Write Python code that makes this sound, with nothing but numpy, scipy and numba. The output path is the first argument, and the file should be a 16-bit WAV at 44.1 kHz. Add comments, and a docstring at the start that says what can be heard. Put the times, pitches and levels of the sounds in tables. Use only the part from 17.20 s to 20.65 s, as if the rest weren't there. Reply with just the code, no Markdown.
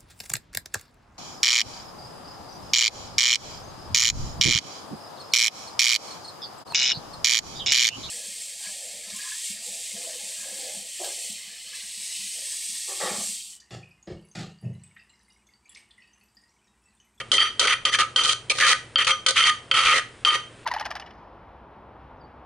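"""A small kitchen with soft noise and a faint mains hum, sines and coloured noise, runs throughout.
A brief drag opens; then a scraper knocks on a heavy mortar held over a wok: clicks ring its modes, noise bursts
thud and crack. Drags among the knocks are random slips: scraper rings, bowl rasps and booms, a contact resonance
sinks towards the rim, wet paste crackles. Echoes trail the strokes; a limiter holds down the loud ones."""
import sys
import numpy as np
from scipy import signal
from scipy.fft import rfft, irfft
from scipy.io import wavfile
from scipy.ndimage import uniform_filter1d
from numba import njit

SR = 44100
rng = np.random.default_rng(int(sys.argv[2]) if len(sys.argv) > 2 else 0)


def persist_wave(psi):
    """Save psi, clipped to +-1, as 16-bit WAV."""
    counts = np.round(np.clip(psi, -1, 1) * 32767).astype(np.int16)
    wavfile.write(sys.argv[1], SR, np.atleast_2d(counts).T)


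N = 152145
T = np.arange(N) / SR

# spectra, only the shape counts: hz, density_db (per Hz)
# kitchen noise
BACKGROUND_SPECTRUM = [(20, -0.5), (40, -2.5), (80, 3.5), (120, 8), (170, -0.5), (300, 1.5), (500, 1.5),
                       (800, -5.5), (1300, -5), (3000, -9.5), (6000, -20), (9500, -15.5), (11000, -40)]
# rasp and thud of the bowl
BOWL_SPECTRUM = [(150, -8), (300, -26), (480, -6), (700, -18), (950, -15.5), (1300, 17.5), (1600, 0),
                 (2000, 8.5), (2900, 9.5), (3700, 0), (5200, -32), (10000, -26.5)]
# boom of the bowl's hollow
HOLLOW_SPECTRUM = [(150, -38.5), (250, -9.5), (340, -6), (430, -0.5), (520, 5), (600, 0.5), (800, -8.5),
                   (1500, -53)]
# crackle and wet crack of the paste
PASTE_SPECTRUM = [(1500, -38.5), (3000, 4.5), (4300, 8.5), (5200, 1), (6200, 4.5), (7600, -3.5),
                  (9000, 1.5), (10200, -7.5), (11000, -24.5)]
# stereo balance of the mortar: time_s, left_minus_right_db
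BALANCE = [(.2, -1), (.65, -0.5), (1.1, -0.5), (1.5, -0.5), (1.95, 0.4), (2.4, -1.5), (3.2, 0.5)]
# scraper modes: hz, width_hz, drag_level_db, knock_level_db
SCRAPER_MODES = [(530.3,12.8,-21.5,-19), (975,19.4,-20,-28), (1231,14.4,0,-12.5), (1290,20,-8,-26),
                 (1505,21,-14.5,-15), (1888,39,-8.5,-64), (1935,25,-46,-19.5), (2245,17,-23,-39),
                 (3137,31,-4,3), (3190,20,-16,-3.5), (4550,30,-16.5,-10), (4345,43,-42,-14.5),
                 (5954,15,-18,-53), (9010,23,-44,-53), (9500,20,-29.5,-54)]
# scraper knocking on the wall: start_s, low_modes_db, high_modes_db, bowl_thud_db, wet_crack_db
KNOCK_EVENTS = [(0.1167,2,2.5,11,23), (0.181,-6,9.5,24.5,0), (0.2027,-22,7,-8,-5), (0.214,-1,0,19,-5),
                (0.3949,7.5,-1,1,27.5), (0.45,4.5,-21,-3,3), (0.4715,6,-8,-4,15), (0.652,-2,-1,12.5,17.5),
                (0.7381,-2,-7,7,9.5), (0.7868,4,-14,2,14), (0.8048,-7,-8.5,-13,13), (0.8296,-5,-18,11.5,4),
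                (0.961,5,-0.5,-34,16), (1.035,-1,-12,-2,17.5), (1.049,-1,-5,-3,5), (1.0934,-13,-1.5,12,14),
                (1.2974,-26,-11,0,17.5), (1.3135,-9,-20,-7,-6), (1.3847,3,-29,11,15), (1.526,4,-5,-20,-17),
                (1.758,6.5,8,19,-21), (1.7883,-13,-6.5,-24,-15), (1.8461,-11,-11,2,12.5),
                (1.8684,2,-16,19,16), (1.91,-4,-2.5,0,-5), (2.063,10,2,17.5,27), (2.0842,7.5,-3.5,5,25),
                (2.2389,-20,4,-15.5,-3.5), (2.5131,4.5,-1,15.5,9), (2.55,-12,-3,-2,-5),
                (2.7228,-20,-6,13,-11), (2.782,-10,-14,-11,-9), (3.049,3,11,26,21), (3.104,4,-2,22,-5)]
# scraper dragged along the wall: start_s, end_s, swell_s, low_modes_db, high_modes_db,
# rasp_db, crackle_db, hollow_db, contact_db, contact_start_hz
DRAG_EVENTS = [(0,.015,0.001,-9.5,-4.5,-7.5,-8.5,-5.5,-10,1850), (.122,.176,0.0024,-4,11,-13,4,5,-3,2060),
               (.18,.232,0.0037,3.5,15.5,-2,1.5,4,7,1990), (.232,.28,.004,-14,-1.5,-6.5,-12,-30,-16,1950),
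               (.398,.46,.004,-6,6.5,1,2.5,6.5,-32,2320), (.471,.538,0.0035,1.5,8.5,5,2,-26,2,1970),
               (.655,.7,0.0022,-5.5,4,-8,-6,-2.5,-7,2080), (.712,.757,0.035,-4,11,2,7,-6,8.5,1945),
               (.787,.82,0.001,6,-6,2,4,2,-2,1760), (.966,1.03,0.0086,-3,7.5,-3,-1.5,0.5,-35,2120),
               (1.036,1.132,.005,-4.5,1.5,-5.5,5.5,-5,-35,2320),
               (1.298,1.32,0.0041,-7.5,-6,-26,7.5,7,6.5,2410),
               (1.33,1.395,0.034,-20,-11,-27,-1.5,-2.5,-13,2040),
               (1.398,1.462,0.0019,0,9,3,6.5,0,10.5,1850), (1.464,1.532,0.0018,6,5.5,6.5,11.5,-28,4.5,1920),
               (1.78,1.828,0.003,-3,7,3,-1,-4,3,2010), (1.871,1.92,0.0064,3,8,1.5,3.5,-9,1.5,2260),
               (2.086,2.112,0.0027,-8,-25,-24,7.5,3.5,-3.5,2260),
               (2.15,2.213,0.022,0.5,15.5,9.5,6.5,-26,-3,2040), (2.218,2.3,0.0027,4,12,4,5,-24,5.5,2110),
               (2.535,2.655,0.0067,3,7,2.5,0,-33,-20,2600), (2.657,2.735,0.0019,10,11,10,7.5,-13,7.5,2360),
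               (2.735,2.797,0.0016,-6,-11,-3,4.5,9,7,2010),
               (3.052,3.098,0.0024,12.5,17.5,6.5,-2,-1,-10,2100),
               (3.103,3.158,.003,4.5,6.5,1.5,-0.5,1.5,-2,2000)]

BACKGROUND_DB, BACKGROUND_SIDE_DB = -46.5, -19
HUM_HZ, HUM_RMS_DB = 118.6, -53.5

EARLY_T60_S, EARLY_DELAY_S, EARLY_SIDE_DB = 0.013, 0.0011, -15
ROOM_T60_S, ROOM_DELAY_S, ROOM_DB, ROOM_SIDE_DB = 0.3, 0.012, -13, -5

HIGH_MODES_HZ = 2500  # modes above this follow high_modes_db
PASTE_SIDE_DB = 0.5

KNOCK_RING_DB, KNOCK_THUD_DB, KNOCK_CRACK_DB = 37, -8, -15
RING_ONSET_LOWPASS_HZ = 4800  # softens the onset of the knock ring
BURST_FALL_S, BURST_RISE_S = 0.0069, 0.00085  # time constants
KNOCK_SPREAD_DB, KNOCK_DETUNE_RATIO = 0.5, 0.0013  # rms

RELEASE_S, SINK_OCT_PER_S, CONTACT_WIDTH_HZ = 0.0033, 1.8, 183
SLIPS_PER_S, SLIP_SPREAD_DB = 3500, 3.5
CRACKLES_PER_S, CRACKLE_SPREAD_DB = 3000, -16
CHATTER_RMS_DB, CHATTER_HZ = 2.0, 89
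MODE_WANDER_RATIO, WANDER_HZ = 0.0059, 16  # modes shift as the contact moves
RING_DB, RASP_DB, CRACKLE_DB, CONTACT_DB, HOLLOW_DB = -23, -23.5, -31.5, -26, -40

LIMIT_DB, LIMIT_RELEASE_DB_PER_S, LIMIT_WINDOW_S = -13.5, 191, 0.012
OUTPUT_DB, CUTOFF_HZ = -2.3, 10900


def from_db(db):
    """Decibels to amplitude."""
    return 10 ** (np.asarray(db) / 20)


def rms_one(x):
    """Scale to rms 1."""
    return x / np.sqrt(np.mean(x ** 2) + 1e-20)


def drift(corner_hz):
    """Slow random motion of rms about 1: noise through two equal one-pole lowpasses."""
    pole = np.exp(-2 * np.pi * corner_hz / SR)
    noise = rng.standard_normal(N + SR)  # the first second settles the filter
    return rms_one(signal.sosfilt([1, 0, 0, 1, -2 * pole, pole * pole], noise)[SR:])


def colour(x, spectrum, size=2048):
    """Minimum-phase filter of unit power gain with the given spectrum."""
    hz, db = np.transpose(spectrum)
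    bin_hz = np.arange(size + 1) * SR / 2 / size
    gain = rms_one(from_db(np.interp(np.log(bin_hz + 1), np.log(hz), db)))
    cepstrum = irfft(np.log(gain))
    cepstrum[1:size] *= 2
    cepstrum[size + 1:] = 0
    impulse = irfft(np.exp(rfft(cepstrum)))
    return signal.fftconvolve(x, impulse)[:N]


@njit
def resonate(x, hz, width_hz):
    """Resonance with a moving centre and peak gain near 1: a decaying complex rotation."""
    out, z, decay = np.zeros(len(x)), 0j, np.exp(-np.pi * width_hz / SR)
    for i in range(len(x)):
        z = z * decay * np.exp(2j * np.pi * hz[i] / SR) + x[i] + 1e-18
        out[i] = 2 * (1 - decay) * z.real
    return out


def noise_gain(width_hz):
    """Makes up for the power a resonance of this width takes from white noise."""
    return np.sqrt(SR / np.pi / width_hz)


def grains(rate_per_s, spread_db):
    """Random clicks of uneven size and sign; rms 1."""
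    size_db = spread_db * np.minimum(rng.exponential(1, N), 4)
    sizes = from_db(size_db) * rng.choice([-1, 1], N)
    return rms_one(sizes * (rng.random(N) < rate_per_s / SR))


def spread(mid, side, side_db):
    """Left and right from a common and an opposed part."""
    return mid + from_db(side_db) * side * np.array([[1], [-1]])


def background():
    """Soft kitchen noise, nearly mono, and mains hum as one sine."""
    mid, side = [colour(rng.standard_normal(N), BACKGROUND_SPECTRUM) for _ in range(2)]
    noise = from_db(BACKGROUND_DB) * spread(mid, side, BACKGROUND_SIDE_DB)
    hum = from_db(HUM_RMS_DB) * np.sqrt(2) * np.sin(2 * np.pi * HUM_HZ * T)
    return noise + hum


def reflections(x, t60_s, delay_s):
    """Dense dying cloud of echoes: convolution with decaying noise of unit energy."""
    t = T[:SR // 2]
    tail = rng.standard_normal(len(t)) * from_db(-60 * t / t60_s) * (t > delay_s)
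    return signal.fftconvolve(x, tail / np.sqrt(np.sum(tail ** 2)))[:N]


def knock_clicks(start_s, db):
    """One single-sample impulse per knock."""
    return np.bincount((start_s * SR).astype(int), from_db(db), N)


def knock_burst(start_s, db, spectrum):
    """Coloured noise burst per knock, its onset cushioned by the paste."""
    fall, rise = np.exp(-1 / (np.array([BURST_FALL_S, BURST_RISE_S]) * SR))
    poles = np.convolve([1, -fall], [1, -rise])
    shape = signal.lfilter([1 - rise], poles, knock_clicks(start_s, db) + 1e-18)
    shape = shape / np.sqrt(BURST_FALL_S * SR / 2)
    return colour(shape * rng.standard_normal(N), spectrum)


def knocks():
    """Each impact rings the scraper's modes, slightly varied, with a bowl thud and a wet crack."""
    start_s, low_db, high_db, thud_db, crack_db = np.transpose(KNOCK_EVENTS)
    chance = rng.standard_normal((len(start_s), len(SCRAPER_MODES), 2))
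    latest = np.maximum(np.searchsorted(start_s, T + 1 / SR) - 1, 0)  # knock now ringing
    ring = np.zeros(N)
    for k, (hz, width_hz, _, mode_db) in enumerate(SCRAPER_MODES):
        knock_db = high_db if hz > HIGH_MODES_HZ else low_db
        hits = knock_clicks(start_s, knock_db + mode_db + KNOCK_SPREAD_DB * chance[:, k, 0])
        mode_hz = hz * (1 + KNOCK_DETUNE_RATIO * chance[latest, k, 1])
        ring += resonate(hits, mode_hz, width_hz)
    ring = signal.sosfilt(signal.butter(3, RING_ONSET_LOWPASS_HZ, fs=SR, output="sos"), ring)
    thud = knock_burst(start_s, thud_db, BOWL_SPECTRUM)
    mid, side = [knock_burst(start_s, crack_db, PASTE_SPECTRUM) for _ in range(2)]
    crack = spread(mid, side, PASTE_SIDE_DB)
    return from_db(KNOCK_RING_DB) * ring + from_db(KNOCK_THUD_DB) * thud + from_db(KNOCK_CRACK_DB) * crack


def drag_forces():
    """Chattering envelope of each of the six drag layers, touch, and the sinking contact pitch."""
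    force, contact_hz = np.zeros((6, N)), np.full(N, float(DRAG_EVENTS[0][-1]))
    for start_s, end_s, swell_s, *levels_db, start_hz in DRAG_EVENTS:
        swell = np.clip((T - start_s) / swell_s, 0, 1)
        shape = swell * np.exp(-np.maximum(T - end_s, 0) / RELEASE_S)
        force = np.maximum(force, from_db(levels_db)[:, None] * shape)
        dragged_s = np.clip(T, start_s, end_s) - start_s
        contact_hz = np.where(T >= start_s, start_hz * 2 ** (-SINK_OCT_PER_S * dragged_s), contact_hz)
    chatter = from_db(CHATTER_RMS_DB * drift(CHATTER_HZ))
    chatter = chatter / from_db(CHATTER_RMS_DB ** 2 * np.log(10) / 20)  # mean power about 1
    touching = np.minimum(force[1], 1)
    return force * chatter, touching, contact_hz


def dragged_scraper(slips, low, high, touching):
    """Slips ring the scraper's modes, which wander while it touches."""
    ring = np.zeros(N)
    for hz, width_hz, mode_db, _ in SCRAPER_MODES:
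        drive = slips * (high if hz > HIGH_MODES_HZ else low)
        mode_hz = hz * (1 + MODE_WANDER_RATIO * touching * drift(WANDER_HZ))
        gain = from_db(mode_db) * noise_gain(width_hz) / np.sqrt(2)
        ring += gain * resonate(drive, mode_hz, width_hz)
    return ring


def contact_resonance(drive, contact_hz):
    """Slips ring one broad resonance that sinks along each drag."""
    glide = noise_gain(CONTACT_WIDTH_HZ) * resonate(drive, contact_hz, CONTACT_WIDTH_HZ)
    return signal.sosfilt(signal.butter(2, [1000, 3800], "band", fs=SR, output="sos"), glide)


def paste_crackle(force):
    """Wet paste: random clicks, independent in mid and side."""
    mid, side = [colour(force * grains(CRACKLES_PER_S, CRACKLE_SPREAD_DB), PASTE_SPECTRUM)
                 for _ in range(2)]
    return spread(mid, side, PASTE_SIDE_DB)


def drags():
    """Stick-slip friction drives scraper, bowl and contact resonance; paste crackles along."""
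    forces, touching, contact_hz = drag_forces()
    low, high, rasp_force, paste_force, hollow_force, contact_force = forces
    slips = grains(SLIPS_PER_S, SLIP_SPREAD_DB)
    ring = from_db(RING_DB) * dragged_scraper(slips, low, high, touching)
    contact = from_db(CONTACT_DB) * contact_resonance(slips * contact_force, contact_hz)
    rasp_slips = grains(SLIPS_PER_S, SLIP_SPREAD_DB)
    rasp = from_db(RASP_DB) * colour(rasp_slips * rasp_force, BOWL_SPECTRUM)
    boom = from_db(HOLLOW_DB) * colour(slips * hollow_force, HOLLOW_SPECTRUM)
    crackle = from_db(CRACKLE_DB) * paste_crackle(paste_force)
    return boom + ring + contact + rasp + crackle


def scene():
    """Kitchen background, then the mortar, widened by echoes from bowl and stove top, in the room."""
    kitchen = background()
    balance_db = np.interp(T, *np.transpose(BALANCE)) * np.array([[.5], [-.5]])
    mortar = (knocks() + drags()) * from_db(balance_db)
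    centre = mortar.mean(axis=0)
    near = spread(mortar, reflections(centre, EARLY_T60_S, EARLY_DELAY_S), EARLY_SIDE_DB)
    mid, side = [reflections(centre, ROOM_T60_S, ROOM_DELAY_S) for _ in range(2)]
    room = from_db(ROOM_DB) * spread(mid, side, ROOM_SIDE_DB)
    return kitchen + near + room


def record(dry):
    """Quick limiter with linear dB release, then a steep lowpass."""
    power = uniform_filter1d(np.mean(dry ** 2, axis=0), max(int(LIMIT_WINDOW_S * SR), 1))
    over_db = np.maximum(10 * np.log10(np.abs(power) + 1e-12) - LIMIT_DB, 0)
    release_db = LIMIT_RELEASE_DB_PER_S * T
    held_db = np.maximum.accumulate(over_db + release_db) - release_db
    limited = dry * from_db(OUTPUT_DB - uniform_filter1d(held_db, size=64))
    return signal.sosfilt(signal.ellip(10, .3, 70, CUTOFF_HZ, fs=SR, output="sos"), limited)


dry = scene()
out = record(dry)
persist_wave(out)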